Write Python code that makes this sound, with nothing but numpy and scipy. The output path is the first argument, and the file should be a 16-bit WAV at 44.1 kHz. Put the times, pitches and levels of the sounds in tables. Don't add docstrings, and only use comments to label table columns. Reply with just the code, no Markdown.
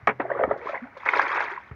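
import sys
import numpy as np
from scipy import signal
from scipy.fft import rfft, irfft, next_fast_len
from scipy.io import wavfile
from scipy.ndimage import map_coordinates

SR = 44100
rng = np.random.default_rng(int(sys.argv[2]) if len(sys.argv) > 2 else 0)


def log_audio(samples):
    frames = np.atleast_2d(samples).T
    limited = np.clip(frames, -1, 1)
    pcm = np.round(limited * 32767).astype(np.int16)
    wavfile.write(sys.argv[1], SR, pcm)


N = 77175

# t/s, level/dB, crack t60/s
BUCKET_KNOCKS = [(0.0725, -8.5, 0.048), (0.0749, -10, 0.041), (0.09, -14, 0.075), (.094, -18, 0.061),
                 (0.106, -22.5, 0.045), (0.2, -18.5, 0.079), (0.436, -13.5, 0.017), (1.711, -38, .07)]
# f/Hz, level/dB
SPRAY_SPECTRUM = [(1500, -31), (3200, 5.5), (5500, -6.5), (6700, -12), (7600, -27.5), (9000, -31.5),
                  (10700, -23.5), (12700, -38.5), (15500, -40)]
# f/Hz, level/dB
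SPLATTER_SPECTRUM = [(200, -40), (600, -16), (950, -2), (1300, -3.5), (1600, -3), (2200, -3.5), (2550, -9),
                     (2900, -22), (3700, -43.5), (9000, -86.5)]


def amp(db):
    return 10 ** (np.asarray(db) / 20)


def unit(x):
    return x / np.sqrt(np.mean(x ** 2) + 1e-20)


def along(points, hz):
    f, values = np.transpose(points)
    return np.interp(np.log(hz + 1), np.log(f + 1), values)


def faders(rows):
    times, *levels = np.transpose(rows)
    t = np.arange(N) / SR
    outside_s = np.maximum(times[0] - t, 0) + np.maximum(t - times[-1], 0)
    return [amp(np.interp(t, times, db) - 2900 * outside_s) for db in levels]


def filtered(x, response):
    size = next_fast_len(len(x) + 8192)
    return irfft(rfft(x, size) * response(np.fft.rfftfreq(size, 1 / SR)), size)[:len(x)]


def coloured(x, spectrum):
    return unit(filtered(x, lambda hz: amp(along(spectrum, hz))))


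def noise(n, spectrum):
    return coloured(rng.standard_normal(n), spectrum)


def flutter(per_s, depth_db):
    points = rng.standard_normal(int(N * per_s / SR) + 4)
    return amp(depth_db * map_coordinates(points, [np.arange(N) * per_s / SR]))


def add(track, start_s, sound):
    i = max(round(start_s * SR), 0)
    track[i:i + len(sound)] += sound[:max(N - i, 0)]


def swell(t, peak_s):
    return (t / peak_s) ** 2 * np.exp(2 * (1 - t / peak_s))


def bubble(t, hz, swell_s, glide):
    bend = 1 + glide * np.tanh(t / swell_s / 2 - 1)
    return swell(t, swell_s) * np.sin(2 * np.pi * hz * t * bend)


def bubbles(rows, glide, glide_spread=0.09):
    out, t = np.zeros(N), np.arange(SR // 5) / SR
    for start_s, db, hz, swell_s in rows:
        own_glide = glide + glide_spread * rng.uniform(-1.2, 1)
        add(out, start_s, amp(db) * bubble(t, hz, swell_s, own_glide))
    return out


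def froth(spectrum, per_s, low_hz, high_hz, cycles, spread_db, noise_db):
    bed = noise(N, spectrum)
    when, pitch, size, life = rng.random((int(per_s * N / SR), 4)).T[:, :, None]
    hz = low_hz * (high_hz / low_hz) ** pitch
    t = np.arange(SR // 40) / SR
    gain = amp(-spread_db * np.log(1 - .97 * size)) * np.sqrt(hz)
    grains = gain * bubble(t, hz, cycles * (.5 + life) / hz, glide=.05)
    positions = (when * N).astype(int) + np.arange(len(t))
    swarm = np.bincount(positions.ravel(), grains.ravel(), N)[:N]
    return unit(coloured(swarm, spectrum) + amp(noise_db) * bed)


def outdoor_air(db=-54):
    # f/Hz, level/dB
    air_spectrum = [(25, -18), (70, 5.5), (300, -1), (2100, 0.5), (3000, -20), (6000, -30.5), (8000, -42)]
    return amp(db) * noise(N, air_spectrum)


def booms():
    # t/s, level/dB, f/Hz, swell/s
    hollow_booms = [(.025, -39.5, 105, 0.0075), (.078, -30, 198, 0.0042), (.198, -22, 320, 0.0043),
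                    (.432, -34, 90, 0.0055), (.44, -31, 226, .004), (.476, -23, 310, 0.0024),
                    (.52, -25.5, 403, 0.0027), (.485, -33, 110, 0.0023), (.614, -35, 477, 0.014),
                    (.815, -33.5, 242, 0.016), (1.511, -37, 382, 0.012), (1.712, -29, 106, 0.0042)]
    return bubbles(hollow_booms, glide=0.015)


def smacks(attack_s=.0015):
    # t/s, level/dB, t60/s
    wet_hits = [(0.0715, -28.5, 0.018), (0.084, -45, 0.022), (0.431, -58.5, 0.035), (0.574, -61.5, 0.13),
                (0.971, -53, 0.081), (1.054, -41, 0.02)]
    out, t = np.zeros(N), np.arange(SR // 5) / SR
    attack = 1 - np.exp(-t / attack_s)
    for start_s, db, t60 in wet_hits:
        add(out, start_s, amp(db - 60 * t / t60) * attack * noise(len(t), SPRAY_SPECTRUM))
    return out


def knocks(ring_db=-7, crack_db=-5, damping=1.34, attack_s=0.00037):
    # f/Hz, level/dB, t60/s before the extra damping
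    wall_modes = [(420, -7, .1), (680, -11, .08), (780, -8, .11), (940, -10, .09), (1265, 0, .07),
                  (1755, -12, .08), (1880, -9, .075), (2240, -11, .065)]
    # f/Hz, level/dB
    crack_spectrum = [(60, -30), (180, -0.5), (1150, 4.5), (2200, 0.5), (2900, -15.5), (3700, -31),
                      (4700, -52), (7000, -67)]
    out, t = np.zeros(N), np.arange(SR // 2) / SR
    attack = (1 - np.exp(-t / attack_s)) ** 2
    for start_s, db, crack_t60 in BUCKET_KNOCKS:
        ring = np.zeros(len(t))
        for hz, mode_db, t60 in wall_modes:
            decay = amp(mode_db + rng.normal(0, 3.75) - 60 * damping * t / t60)
            ring += decay * rng.choice([-1, 1]) * np.sin(2 * np.pi * hz * t)
        crack = noise(len(t), crack_spectrum) * amp(-60 * t / crack_t60)
        add(out, start_s, amp(db) * attack * (amp(ring_db) * ring + amp(crack_db) * crack))
    return out


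def bucket_hum(hz=126, db=-48, t60=1.7):
    out, t = np.zeros(N), np.arange(SR) / SR
    add(out, BUCKET_KNOCKS[0][0], amp(db - 60 * t / t60) * np.sin(2 * np.pi * hz * t))
    return out * flutter(per_s=25, depth_db=2)


def plunge(start_s=.0735, db=-12, start_hz=1400, swell_s=0.0045, fall_s=.014):
    out, t = np.zeros(N), np.arange(SR // 20) / SR
    hz = start_hz * np.exp(-(t / fall_s) ** 2)
    add(out, start_s, amp(db) * swell(t, swell_s) * np.sin(2 * np.pi * np.cumsum(hz) / SR))
    return out


def filling():
    # t/s, level/dB
    churn_levels = [(.2, -28.5), (.28, -40), (.31, -33.5), (.39, -28.5), (.44, -31), (.48, -37), (.52, -28),
                    (.555, -39.5), (.62, -40.5)]
    # f/Hz, level/dB
    churn_spectrum = [(70, -14), (300, -2), (600, 0.5), (900, -0.5), (1300, -2), (2050, -5), (2600, -29.5),
                      (3300, -31), (5500, -59.5), (8000, -60.5)]
    flow, = faders(churn_levels)
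    return flow * froth(churn_spectrum, 860, 352.2, 4260, cycles=2.93, spread_db=6.5, noise_db=-7)


def gulps():
    # t/s, level/dB, f/Hz, swell/s
    air_pockets = [(0.251, -21.5, 680, 0.004), (0.299, -21, 623, 0.0041), (0.312, -15.5, 579, 0.004),
                   (0.361, -20.5, 509, .003), (0.3962, -13.5, 576, 0.0035), (0.41, -19.5, 656, 0.0043),
                   (0.423, -17, 523, 0.0065), (0.4375, -10.5, 688, 0.0018), (0.443, -18, 570, 0.0057),
                   (0.5095, -14.5, 607, 0.0042), (0.5615, -27, 560, 0.0025), (0.657, -25, 458, 0.0024),
                   (0.693, -25.5, 606, 0.0048), (0.731, -25.5, 634, 0.0037), (0.745, -27, 536, 0.0023),
                   (0.966, -34, 555, 0.005)]
    return bubbles(air_pockets, glide=-0.02) * flutter(per_s=340, depth_db=2.2)


def plinks(swell_s=0.0032):
    # t/s, level/dB, f/Hz
    drips = [(0.3007, -25, 1582), (0.3491, -25, 1162), (0.5107, -21.5, 1248), (0.6692, -21.5, 1097),
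             (0.741, -23, 980), (.775, -29.5, 2050), (1.0874, -14, 2166), (1.4035, -19.5, 1026),
             (1.5753, -25, 1037)]
    return bubbles([(*drip, swell_s) for drip in drips], glide=0.029)


def run_off():
    # t/s, stream/dB, spray/dB
    run_off_levels = [(.61, -48, -73), (.695, -29.5, -54), (.725, -39, -62.5), (.755, -31.5, -66),
                      (.8, -47, -76), (.85, -45, -77), (.89, -56, -93.5), (.964, -48.5, -78),
                      (.98, -38, -73)]
    # f/Hz, level/dB
    stream_spectrum = [(100, -35.5), (300, -3.5), (550, -3.5), (1100, -1.5), (2200, -0.5), (2900, -18.5),
                       (7000, -78.5)]
    flow, spray = faders(run_off_levels)
    stream = froth(stream_spectrum, 1000, 499, 2690, cycles=3.3, spread_db=6, noise_db=-6)
    drops = froth(SPRAY_SPECTRUM, 2200, 2810, 7740, cycles=1.7, spread_db=1.5, noise_db=-6)
    return flow * stream + spray * drops


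def splash(ring_db=-7):
    # t/s, splatter/dB, spray/dB, gush/dB
    splash_levels = [(1.0, -48, -68, -86), (1.04, -41, -65.5, -89.5), (1.07, -28.5, -54.5, -36),
                     (1.12, -32, -51, -48), (1.15, -24, -49.5, -31.5), (1.29, -29.5, -51.5, -44.5),
                     (1.37, -24.5, -48, -37), (1.48, -32.5, -56.5, -43.5), (1.57, -40.5, -66, -62),
                     (1.62, -50, -75, -81), (1.7, -56, -71, -74)]
    # f/Hz, level/dB
    gush_spectrum = [(80, -13.5), (230, -18.5), (400, -1.5), (620, 0.5), (1000, -31), (3500, -86.5)]
    flow, spray, gush = faders(splash_levels)
    splatter = froth(SPLATTER_SPECTRUM, 1200, 652, 2880, cycles=1.3, spread_db=3.5, noise_db=-7)
    ringing = froth(SPLATTER_SPECTRUM, 180, 746, 2570, cycles=4.7, spread_db=5.5, noise_db=-29.5)
    drops = froth(SPRAY_SPECTRUM, 900, 2915, 12100, cycles=5, spread_db=4, noise_db=-7)
    body = froth(gush_spectrum, 450, 264, 870, cycles=1.14, spread_db=2, noise_db=-9.5)
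    gobs = flutter(per_s=77, depth_db=3.5)
    return flow * (splatter + amp(ring_db) * ringing) + spray * gobs * drops + gush * body


def slaps(trim_db=-9, swell_s=0.0029, width_octaves=0.72, snap_db=-32):
    # t/s, level/dB before the trim, band centre f/Hz
    lumps = [(1.059, -12.5, 897), (1.087, -7.5, 2220), (1.134, -6.5, 1160), (1.1937, -1.5, 1060),
             (1.224, -12, 1500), (1.251, -16, 1150), (1.4039, -8, 1060), (1.421, -22, 1920)]
    out, t = np.zeros(N), np.arange(SR // 20) / SR
    envelope = swell(t, swell_s)
    for start_s, db, centre_hz in lumps:
        band = filtered(rng.standard_normal(len(t)),
                        lambda hz: np.exp(-.5 * (np.log2((hz + 1) / centre_hz) / width_octaves) ** 2))
        snap = amp(snap_db) * noise(len(t), SPRAY_SPECTRUM)
        burst = envelope * (coloured(band, SPLATTER_SPECTRUM) + snap)
        burst *= np.linalg.norm(envelope) / np.linalg.norm(burst)
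        add(out, start_s, amp(db + trim_db) * burst)
    return out


def bank_echo(x, db=-11):
    # f/Hz, t60/s
    decay_times = [(150, 0.21), (2000, 0.055), (10000, 0.11)]
    hz, t, bands = signal.stft(rng.standard_normal(SR // 3), SR, nperseg=256)
    decay = amp(-60 * t / along(decay_times, hz)[:, None])
    _, tail = signal.istft(bands * decay, SR, nperseg=256)
    delayed = np.pad(x, (SR // 200, 0))
    return amp(db) * signal.fftconvolve(delayed, tail / np.linalg.norm(tail))[:N]


def scene():
    bucket = booms() + smacks() + knocks() + bucket_hum() + plunge()
    water = filling() + gulps() + plinks() + run_off() + splash() + slaps()
    direct = bucket + water
    return (outdoor_air() + direct + bank_echo(direct))[None]


def record(dry, low_hz=55, top_hz=15760):
    low_cut = signal.butter(4, low_hz, "highpass", fs=SR, output="sos")
    thinned = signal.sosfilt(low_cut, dry[0])
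    return filtered(thinned, lambda hz: hz < top_hz)[None]


dry = scene()
out = record(dry)
log_audio(out)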